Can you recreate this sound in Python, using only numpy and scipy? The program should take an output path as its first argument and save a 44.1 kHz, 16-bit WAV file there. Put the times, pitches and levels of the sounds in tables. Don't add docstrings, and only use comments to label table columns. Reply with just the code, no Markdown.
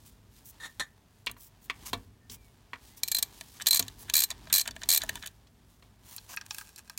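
import sys
import numpy as np
from scipy import signal
from scipy.fft import rfft, irfft
from scipy.io import wavfile
from scipy.ndimage import uniform_filter1d

SR = 44100
rng = np.random.default_rng(int(sys.argv[2]) if len(sys.argv) > 2 else 0)


def wrap_up_sound(samples):
    columns = np.atleast_2d(samples).T
    tamed = np.clip(columns, -1, 1)
    steps = np.round(tamed * 32767).astype(np.int16)
    wavfile.write(sys.argv[1], SR, steps)


N = 307818
TIME = np.arange(N) / SR
AGE = TIME[:12288]
TOP_HZ = 16000


# first and last click in seconds, teeth, level in dB,
# slow start as a share of the length, handle ring in dB, t60 of the snap in seconds.
SWINGS = [(3.116, 3.1856, 4, -23.5, .096, 2, 0.033), (3.7084, 3.7704, 5, -19, .1, 0, 0.033),
          (4.1385, 4.237, 8, -18, -0.041, -1.5, .033), (4.527, 4.6116, 8, -18.5, -.061, -2.5, 0.02),
          (4.8888, 4.975, 8, -18.5, -0.022, -2.5, 0.027)]
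# start in seconds, level in dB,
# handle ring in dB, t60 of the snap in seconds.
SINGLE_TEETH = [(3.0334, -22, -10, 0.0091), (3.083, -27, -11, 0.0053), (3.226, -20.5, -14, 0.024),
                (3.668, -16, -2, 0.054), (3.6841, -24, -3, 0.014), (3.7938, -19.5, -13, 0.031)]

def pawl_drops(tire_db=3.5, skim_db=2, ring_scatter_db=2.8):
    for start, end, count, db, slow_start, ring_db, t60 in SWINGS:
        times = tooth_times(start, end, count, slow_start)
        turned = np.linspace(0, 1, len(times))
        middle = np.sin(np.pi * turned)
        force, grip, seat = rng.standard_normal((len(times), 3)).T
        levels = db - tire_db * turned - skim_db * middle + force
        handle_db = ring_db - 0.79 + 5 * middle - 6.4 * turned + ring_scatter_db * grip
        head_db = -12 + 1.4 * middle - 2.8 * turned + ring_scatter_db * seat
        yield from zip(times, levels, handle_db, head_db, np.full(len(times), t60))
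    for s, db, ring_db, t60 in SINGLE_TEETH:
        yield s, db, ring_db, -22, t60


def tooth_times(start, end, count, slow_start, easing=0.026):
    turned = np.linspace(0, 1, round(count))
    eased = turned + slow_start * np.sin(np.pi * turned) + easing * np.sin(2 * np.pi * turned)
    return start + (end - start) * eased


# frequency in Hz, width in Hz, gain in dB.
TOOL_RESONANCES = [(654, 68, -10), (1150, 180, -10), (1695, 113, -3.5), (1890, 130, -5), (2340, 77, 1),
                   (3040, 200, -4), (3170, 310, -2), (3930, 460, 4), (4410, 200, 7), (4680, 220, 1.5),
                   (5350, 260, 0.5), (6220, 630, 1), (6500, 160, 6), (6800, 300, 4), (7600, 190, 5.5),
                   (8200, 150, 5.5), (9220, 200, 2.5), (9900, 340, -0.5), (10000, 200, -0.5),
                   (11130, 730, -5), (11900, 320, 5), (13155, 370, 6.5), (12930, 520, 3), (13600, 410, 4.5),
                   (15450, 350, -5.5)]
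# frequency in Hz, gain in dB, t60 in seconds.
HANDLE_MODES = [(4160, -8.5, 0.041), (4085, 3, 0.053), (4620, -15.5, 0.053)]
HEAD_MODES = [(7200, -7, .05), (8090, 10, 0.039), (9000, -9, 0.061), (12000, -2, .05), (14300, -8.5, 0.043)]
# frequency in Hz, gain in dB.
CRACK_SPECTRUM = [(200, -38), (1400, -16), (3500, 0.5), (7000, -0.5), (10500, 4.5), (13000, 1), (16000, 1)]

def ratchet(snap_db=-1, crack_db=-5, bounce_db=-8, slide_db=-19, tail_db=-30):
    out = np.zeros(N)
    treble = np.clip(np.log2(bins(len(AGE)) / 7000), 0, 1)
    build_up = 1 - fade(0.011)
    for s, db, handle_db, head_db, t60 in pawl_drops():
        contact = fade(0.019)
        bounce = undb(bounce_db) * np.roll(contact, int(rng.uniform(0.00041, 0.0038) * SR))
        crack = unit_attack(colour(hiss(), CRACK_SPECTRUM) * (contact + bounce))
        decay = fade(t60) + undb(tail_db) * fade(0.2)
        chatter = unit_attack(resonate(hiss() * decay, TOOL_RESONANCES))
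        snap = undb(snap_db) * chatter + undb(crack_db) * crack
        add(out, s, undb(db) * shade(snap, treble * rng.normal(-0.9, 2.2)))
        handle = undb(handle_db) * ring(HANDLE_MODES, detune=0.0034)
        head = undb(head_db) * ring(HEAD_MODES, detune=0.002)
        add(out, s, undb(db) * build_up * (handle + head))
        slide = colour(hiss(), CRACK_SPECTRUM) * fade(0.009)[::-1]
        add(out, s - AGE[-1], undb(db + slide_db) * slide)
    return out


def pawl_catches(share=0.55, longest_lead_s=0.006, catch_db=-12):
    out = np.zeros(N)
    for start, end, count, db, slow_start, _, _ in SWINGS:
        for s in tooth_times(start, end, count, slow_start)[1:]:
            lead = longest_lead_s * rng.uniform(0.3, 1)
            caught = rng.random() < share
            tick = unit_attack(resonate(hiss() * fade(0.012), TOOL_RESONANCES))
            add(out, s - lead, caught * undb(db + catch_db) * tick)
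    return out


# start in seconds, then level, body and brightness in dB.
SOCKET_TAPS = [(1.263, -44.5, -19, 3.5), (1.3135, -52.5, -17, 15), (3.0775, -41.5, -25, 6),
               (3.41, -41, -4, -5), (3.621, -37, -19, -2), (3.6601, -34.5, -13, -7.5),
               (3.8255, -32, -15, -16), (3.8812, -39.5, -13.5, -3.5), (4.0981, -31, -9, -5),
               (4.1368, -30, -22, -11), (4.3041, -34.5, -11, -2), (4.3118, -34.5, -13, -10),
               (4.4716, -53, 5, -21.5), (4.6762, -32.5, -9, -3), (4.7094, -40.5, -12.5, -12),
               (4.7635, -44, 2, -13), (4.8339, -33, -9, -18.5), (5.0174, -32, -12.5, -12),
               (5.0356, -43, 5.5, 10), (5.0929, -33, -1.5, 0.5), (5.1552, -39, -2.5, -3),
               (5.2615, -42, -7, 2), (5.2728, -43.5, -14.5, 4)]
# start and end in seconds, level in dB.
SOCKET_SCRAPES = [(3.596, 3.619, -43), (4.078, 4.099, -50.5), (4.499, 4.527, -44.5), (4.653, 4.696, -44),
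                  (4.815, 4.838, -48), (5.003, 5.045, -47), (5.09, 5.098, -38.5), (5.159, 5.185, -52),
                  (5.216, 5.283, -47.5)]
# frequency in Hz, width in Hz, gain in dB.
SOCKET_RESONANCES = [(646, 37, 0), (960, 62, -1.5), (1726, 131, 4), (1890, 150, 1.5), (2390, 330, -1.5),
                     (3060, 110, 3.5), (3510, 84, 7), (3960, 120, 7), (4530, 130, 4), (5680, 820, -3.5),
                     (6850, 610, 2), (7700, 520, 0.5), (8840, 1500, -2), (12100, 460, -3.5),
                     (13530, 1300, -9.5)]
BORE_RESONANCES = [(655, 85, -10.5), (1700, 240, 7.5), (1790, 110, -4), (2930, 200, -8), (3680, 260, -3),
                   (7000, 900, -18.5)]

def socket(rattles_per_s=60):
    slips = resonate(grains(per_s=4500, spread_db=4.5), BORE_RESONANCES)
    touches = list(SOCKET_TAPS)
    for start, end, db in SOCKET_SCRAPES:
        count = max(round((end - start) * rattles_per_s), 1)
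        times = start + (end - start) * (np.arange(count) + rng.random(count)) / count
        touches += [(s, db + rng.normal(1, 1.5), -7.5, -13.5) for s in times]
    ticks = taps(touches, SOCKET_RESONANCES, gain_db=3.5, crack_db=-9.5, contact_t60=0.013,
                 body_db=8, bright_db=1, tail_db=-21.5, tail_t60=0.061)
    return ticks + swells(slips, SOCKET_SCRAPES, taper=0.37)


# start in seconds, level in dB, centre of the clank in Hz,
# its width in octaves, body thump in dB.
STRUT_BLOWS = [(1.268, -23.5, 2780, 0.56, -25), (1.295, -44, 2120, 2.4, -4), (1.366, -53, 1390, 1.1, -20),
               (1.6982, -26.5, 2260, 0.75, -22), (1.9312, -26, 1090, 3.7, -5),
               (1.934, -31.5, 3880, 0.12, -11.5), (2.297, -41.5, 5360, 0.65, -1.5),
               (2.7325, -34, 1850, 0.7, -13), (2.756, -47, 1500, 0.98, -35), (3.799, -35.5, 900, 6.8, 3),
               (5.47, -60, 4500, 1.03, -21.5), (5.824, -53.5, 2000, 1.8, -18)]
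# frequency in Hz, gain in dB, t60 in seconds.
STRUT_MODES = [(476, -11.5, 0.23), (690, -2.5, 0.12), (950, -5, 0.1), (1140, 0.5, 0.093), (1400, -5, 0.059),
               (1760, -7.5, 0.1), (1920, 2, 0.035), (2100, -18, 0.022), (2290, -7.5, 0.11),
               (2720, -4.5, 0.066), (3237, 8.5, 0.025), (3310, -8, .05), (3430, 0, 0.058),
               (3680, -28, 0.063), (4230, 8.5, 0.023)]
BODY_MODES = [(56, -25, .5), (103.6, -11, 0.51), (181, -9, 0.14), (257.5, -6.5, 0.2), (375, -0.5, 0.049)]
# frequency in Hz, gain in dB.
CLANK_SPECTRUM = [(60, -14), (430, 11), (800, -2.5), (960, 9), (1160, 7), (1350, -2.5), (1750, -4.5),
                  (2300, 1.5), (2900, -5.5), (4200, -3.5), (5000, -6), (7500, -6.5), (10000, -10),
                  (16000, -10.5)]

def strut_knocks(clank_db=1, ring_db=-7, skirt_db=22):
    out = np.zeros(N)
    for s, db, centre, octaves, thump_db in STRUT_BLOWS:
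        def band_db(hz):
            return -skirt_db * np.log10(1 + (np.log2(hz / centre) / octaves) ** 2)
        clank = colour(hiss(), CLANK_SPECTRUM, band_db(bins(len(AGE)))) * fade(0.054)
        metal = ring([(hz, gain + band_db(hz), t60) for hz, gain, t60 in STRUT_MODES], detune=0.0013)
        body = ring(BODY_MODES, detune=0.04) * (1 - fade(0.043))
        onset = 1 - fade(0.0025)
        knock = undb(clank_db) * clank + undb(ring_db) * metal + undb(thump_db) * body
        add(out, s, undb(db) * onset * knock)
    return out


# start, swell and hold in seconds, force in dB.
BRACKET_DRAGS = [(.6, 0.054, 0.0055, -38), (0.7966, 0.00043, 0.012, -27.5)]
# frequency in Hz, gain in dB, t60 in seconds.
BRACKET_MODES = [(686, -15, 0.055), (1086, -12.5, 0.079), (1686, -5, 0.064), (1798, 2, 0.069),
                 (1853, 3, 0.045), (3510, -23, 0.025), (3780, -1.5, 0.027), (4130, -3.5, 0.034),
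                 (5770, -1, 0.0054), (6400, -11, 0.014), (6800, -5.5, 0.033), (7760, -15, 0.0097),
                 (9600, -9, 0.019)]
# frequency in Hz, gain in dB.
RUST_SPECTRUM = [(200, -14), (650, -14.5), (1050, -6), (1400, -9), (1800, -10), (2500, -21), (3800, 5),
                 (4900, -25), (7500, -10.5), (10000, -17.5), (12000, -22), (16000, -30)]

def bracket(ring_db=-2, rust_db=-4, jolt_db=5, swell_db=13, release_db_per_s=707):
    slips = grains(per_s=11000, spread_db=0.5)
    force = np.zeros(N)
    for start, swell, hold, db in BRACKET_DRAGS:
        age = np.maximum(TIME - start, 0)
        jolt = jolt_db * np.exp(-age / 0.002)
        building = swell_db * np.clip(1 - age / swell, 0, 1)
        release = release_db_per_s * np.maximum(age - swell - hold, 0)
        force += (age > 0) * undb(db + jolt - building - release)
    rings = excite(slips * force, ring(BRACKET_MODES, detune=0.0022))
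    return undb(ring_db) * rings + undb(rust_db) * force * colour(slips, RUST_SPECTRUM)


# start in seconds, then level, body and brightness in dB.
SLEEVE_FLICKS = [(6.1635, -47, -18, 15), (6.1812, -40, -15, -24.5), (6.3385, -56, 10, -2.5),
                 (6.3634, -57.5, -8, 26.5), (6.3719, -33.5, -4, -29), (6.412, -42, -2.5, -11),
                 (6.5082, -28.5, -12.5, -23), (6.5461, -41, -10, 3.5), (6.5835, -41, -1.5, 7),
                 (6.6122, -47.5, 4.5, -12), (6.7605, -49, -23, 6.5), (6.8972, -44, -3.5, 2.5),
                 (6.9761, -33.5, -11, 0.5)]
# start and end in seconds, level in dB.
SLEEVE_SQUEEZES = [(6.29, 6.36, -65), (6.446, 6.47, -51), (6.487, 6.72, -62), (6.7, 6.983, -55.5)]
# frequency in Hz, width in Hz, gain in dB.
SLEEVE_RESONANCES = [(854, 76, -0.5), (1030, 170, -1.5), (1247, 57, 3.5), (1616, 95, 10), (2554, 127, 9.5),
                     (3420, 670, -2.5), (4120, 82, 7), (4530, 120, 5), (5570, 340, 6), (6530, 220, 5),
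                     (7300, 310, 6), (9300, 1000, 2.5), (11300, 540, 2), (12900, 2500, -3)]

def sleeve():
    flicks = taps(SLEEVE_FLICKS, SLEEVE_RESONANCES, gain_db=3.5, crack_db=-9, contact_t60=0.0064,
                  body_db=6, bright_db=-5, tail_db=-7.5, tail_t60=0.039)
    slips = grains(per_s=1400, spread_db=4.5) * undb(10 * wander(45))
    return flicks + swells(resonate(slips, SLEEVE_RESONANCES), SLEEVE_SQUEEZES, taper=0.32)


# time in seconds, level in dB.
RUB_LEVELS = [(0.0, -68.5), (0.27, -68.5), (0.68, -64), (0.95, -70), (1.69, -65.5), (1.82, -54.5),
              (2.1, -72.5), (2.62, -66.5), (2.84, -61), (3.03, -63.5), (3.15, -54), (3.58, -62),
              (3.77, -49), (3.95, -57), (4.9, -57.5), (5.12, -50.5), (5.27, -65), (5.5, -72.5), (6.12, -65),
              (6.36, -60), (6.98, -68.5)]
# start and end in seconds, level in dB, tilt in dB per octave.
GLOVE_BRUSHES = [(0.041, 0.113, -54, 3.5), (0.436, 0.527, -48.5, 7), (0.589, 0.692, -51.5, -1),
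                 (1.352, 1.508, -51.5, 6), (1.606, 1.68, -56.5, 6.5), (1.845, 1.915, -41.5, 2.5),
                 (2.29, 2.374, -45, 3.5), (2.96, 3.01, -51, 5.5), (3.516, 3.67, -55.5, -0.5),
                 (3.979, 4.049, -47.5, 6.5), (4.293, 4.335, -46.5, -3.5), (6.03, 6.212, -49, 2),
                 (6.278, 6.361, -45, 0), (6.457, 6.68, -49.5, 3)]
# frequency in Hz, gain in dB.
FINGER_SPECTRUM = [(120, -45.5), (200, -1.5), (416, -4), (491, -14), (899, -2.5), (1420, -13), (1710, -8),
                   (2130, -13), (3490, -9.5), (12600, -17.5), (16000, -17)]
GLOVE_SPECTRUM = [(180, -44), (300, -23.5), (584, -3), (978, 5.5), (1360, -1), (3130, 0), (5080, -1.5),
                  (6200, 1), (10200, -4), (16000, -4)]

def gloves(rub_db=-1.5, flutter_db=2, treble_flutter_db=5.5, fold_db=2):
    rub = colour(grains(per_s=11000, spread_db=3.5), FINGER_SPECTRUM)
    dull = signal.sosfilt(signal.butter(1, 5000, fs=SR, output="sos"), rub)
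    lows = dull * undb(flutter_db * wander(24))
    highs = (rub - dull) * undb(treble_flutter_db * wander(12))
    out = undb(rub_db) * curve(RUB_LEVELS) * (lows + highs)
    crackle = grains(per_s=5000, spread_db=1.6) * undb(flutter_db * wander(70))
    fold_log_hz = np.linspace(np.log(500), np.log(TOP_HZ), 40)
    for start, end, db, tilt in GLOVE_BRUSHES:
        brush = crackle[int(start * SR):int(end * SR)]
        hz = bins(len(brush))
        folds = np.interp(np.log(hz), fold_log_hz, rng.standard_normal(40))
        octaves = np.log2(np.clip(hz / 4000, 1 / 4, 4))
        brush = colour(brush, GLOVE_SPECTRUM, tilt * octaves + fold_db * folds)
        add(out, start, undb(db) * brush * signal.windows.tukey(len(brush), 0.7))
    return out


def grit(grit_db=-11):
    return undb(grit_db) * curve(RUB_LEVELS) * colour(grains(per_s=180, spread_db=2.5), GLOVE_SPECTRUM)


# time in seconds, level in dB.
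RUMBLE_LEVELS = [(0.0, -59.5), (1.22, -65.5), (1.3, -55.5), (1.48, -65.5), (1.9, -56), (1.98, -46.5),
                 (2.04, -57), (2.27, -60.5), (2.33, -57), (2.59, -63.5), (4.18, -56), (4.24, -63.5),
                 (4.35, -55), (4.55, -53), (4.61, -68), (4.7, -51.5), (4.99, -60), (5.07, -50), (5.33, -62),
                 (6.98, -64)]
# frequency in Hz, level in dB.
RUMBLE_SPECTRUM = [(22, -22.5), (33, -4.5), (48, 9), (80, 2), (108, 3), (171, -4.5), (235, -2.5),
                   (329, -13), (422, -10.5), (650, -33.5), (1100, -85)]
AIR_SPECTRUM = [(59, -23), (100, -2), (124, -20.5), (156, -7.5), (381, -25.5), (502, -21.5), (662, -18),
                (818, -22.5), (1280, -23.5), (3780, -31.5), (16000, -36.5)]
HUM_TONES = [(49.5, -76), (100, -68.5)]
# start and end in seconds, first and last pitch in Hz, level in dB.
FAR_WHISTLES = [(2.17, 2.312, 1820, 1790, -69), (2.296, 2.564, 2550, 2070, -69.5),
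                (2.866, 2.982, 1840, 2200, -69)]

def garage(rumble_db=0.5, air_db=-67.5):
    out = undb(air_db) * colour(rng.standard_normal(N), AIR_SPECTRUM)
    out += undb(rumble_db) * curve(RUMBLE_LEVELS) * colour(rng.standard_normal(N), RUMBLE_SPECTRUM)
    for hz, db in HUM_TONES:
        out += undb(db + 0.86 * wander(3.5)) * np.sqrt(2) * np.sin(2 * np.pi * hz * TIME)
    for start, end, from_hz, to_hz, db in FAR_WHISTLES:
        hz = np.linspace(from_hz, to_hz, int((end - start) * SR))
        add(out, start, undb(db) * np.hanning(len(hz)) * np.sin(2 * np.pi * np.cumsum(hz) / SR))
    return out


def room(x, wet_db=-25, t60=0.23):
    walls = [(100, -4.5), (1000, 16.5), (3000, 9), (8000, -26), (16000, -32.5)]  # Hz, dB
    tail = colour(hiss(), walls) * fade(t60) * (1 - fade(0.017))
    return x + undb(wet_db) * excite(x, tail)


def taps(rows, resonances, gain_db, crack_db, contact_t60, body_db, bright_db, tail_db, tail_t60):
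    out, hz = np.zeros(N), bins(len(AGE))
    low = np.clip(np.log2(3500 / hz), 0, 1)
    high = np.clip(np.log2(hz / 5500), 0, 1)
    decay = fade(contact_t60) + undb(tail_db) * fade(tail_t60)
    for s, db, body, bright in rows:
        touched = [(f, width, rng.normal(gain, 1.6)) for f, width, gain in resonances]
        tick = unit_attack(resonate(hiss() * decay, touched))
        tick += undb(crack_db) * unit_attack(colour(hiss(), CRACK_SPECTRUM) * fade(0.006))
        tone_db = low * (body + body_db) + high * (bright + bright_db)
        add(out, s, undb(db + gain_db) * shade(tick, tone_db))
    return out


def swells(sound, rows, taper):
    out = np.zeros(N)
    for start, end, db in rows:
        part = unit(sound[int(start * SR):int(end * SR)])
        add(out, start, undb(db) * part * signal.windows.tukey(len(part), taper))
    return out


def ring(modes, detune):
    out = np.zeros(len(AGE))
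    for hz, db, t60 in modes:
        pitch = hz * rng.normal(1, detune)
        out += undb(db) * fade(t60) * np.sin(2 * np.pi * (pitch * AGE + rng.random()))
    return out


def resonate(x, resonances):
    f = bins(len(x))
    response = sum((-1) ** k * undb(db) / (1 + 1j * (f ** 2 - hz ** 2) / (f * width))
                   for k, (hz, width, db) in enumerate(resonances))
    return irfft(rfft(x) * response, len(x))


def excite(x, response):
    return signal.fftconvolve(x, response / np.sqrt(np.sum(response ** 2)))[:N]


def colour(x, spectrum, extra_db=0):
    hz, db = np.transpose(spectrum)
    gain = undb(np.interp(np.log(bins(len(x))), np.log(hz), db) + extra_db)
    return unit(irfft(rfft(x) * gain, len(x)))


def shade(x, db):
    return irfft(rfft(x) * undb(db), len(x))[:len(x) // 2]


def grains(per_s, spread_db):
    size = undb(spread_db * np.minimum(rng.exponential(size=N), 4))
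    return unit((rng.random(N) < per_s / SR) * rng.standard_normal(N) * size)


def wander(per_s):
    step = int(SR / per_s)
    stairs = np.repeat(rng.standard_normal(N // step + 1), step)
    return unit(uniform_filter1d(stairs, step)[:N])


def hiss():
    return rng.standard_normal(len(AGE))


def fade(t60):
    return undb(-60 * AGE / t60)


def curve(rows):
    return undb(np.interp(TIME, *np.transpose(rows)))


def bins(size):
    return np.maximum(np.arange(size // 2 + 1) * SR / size, 1)


def undb(db):
    return 10 ** (np.asarray(db) / 20)


def unit(x):
    return x / np.sqrt(np.mean(x ** 2))


def unit_attack(x):
    return x / np.sqrt(np.mean(x[:int(0.005 * SR)] ** 2))


def add(out, s, x):
    i = max(int(s * SR), 0)
    out[i:i + len(x)] += x[:max(N - i, 0)]


def scene():
    bed = garage() + gloves()
    work = grit() + strut_knocks() + bracket() + ratchet() + sleeve() + socket() + pawl_catches()
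    return (bed + room(work))[None]


def record(dry):
    return signal.sosfilt(signal.ellip(8, 0.2, 70, TOP_HZ, fs=SR, output="sos"), dry)


dry = scene()
out = record(dry)
wrap_up_sound(out)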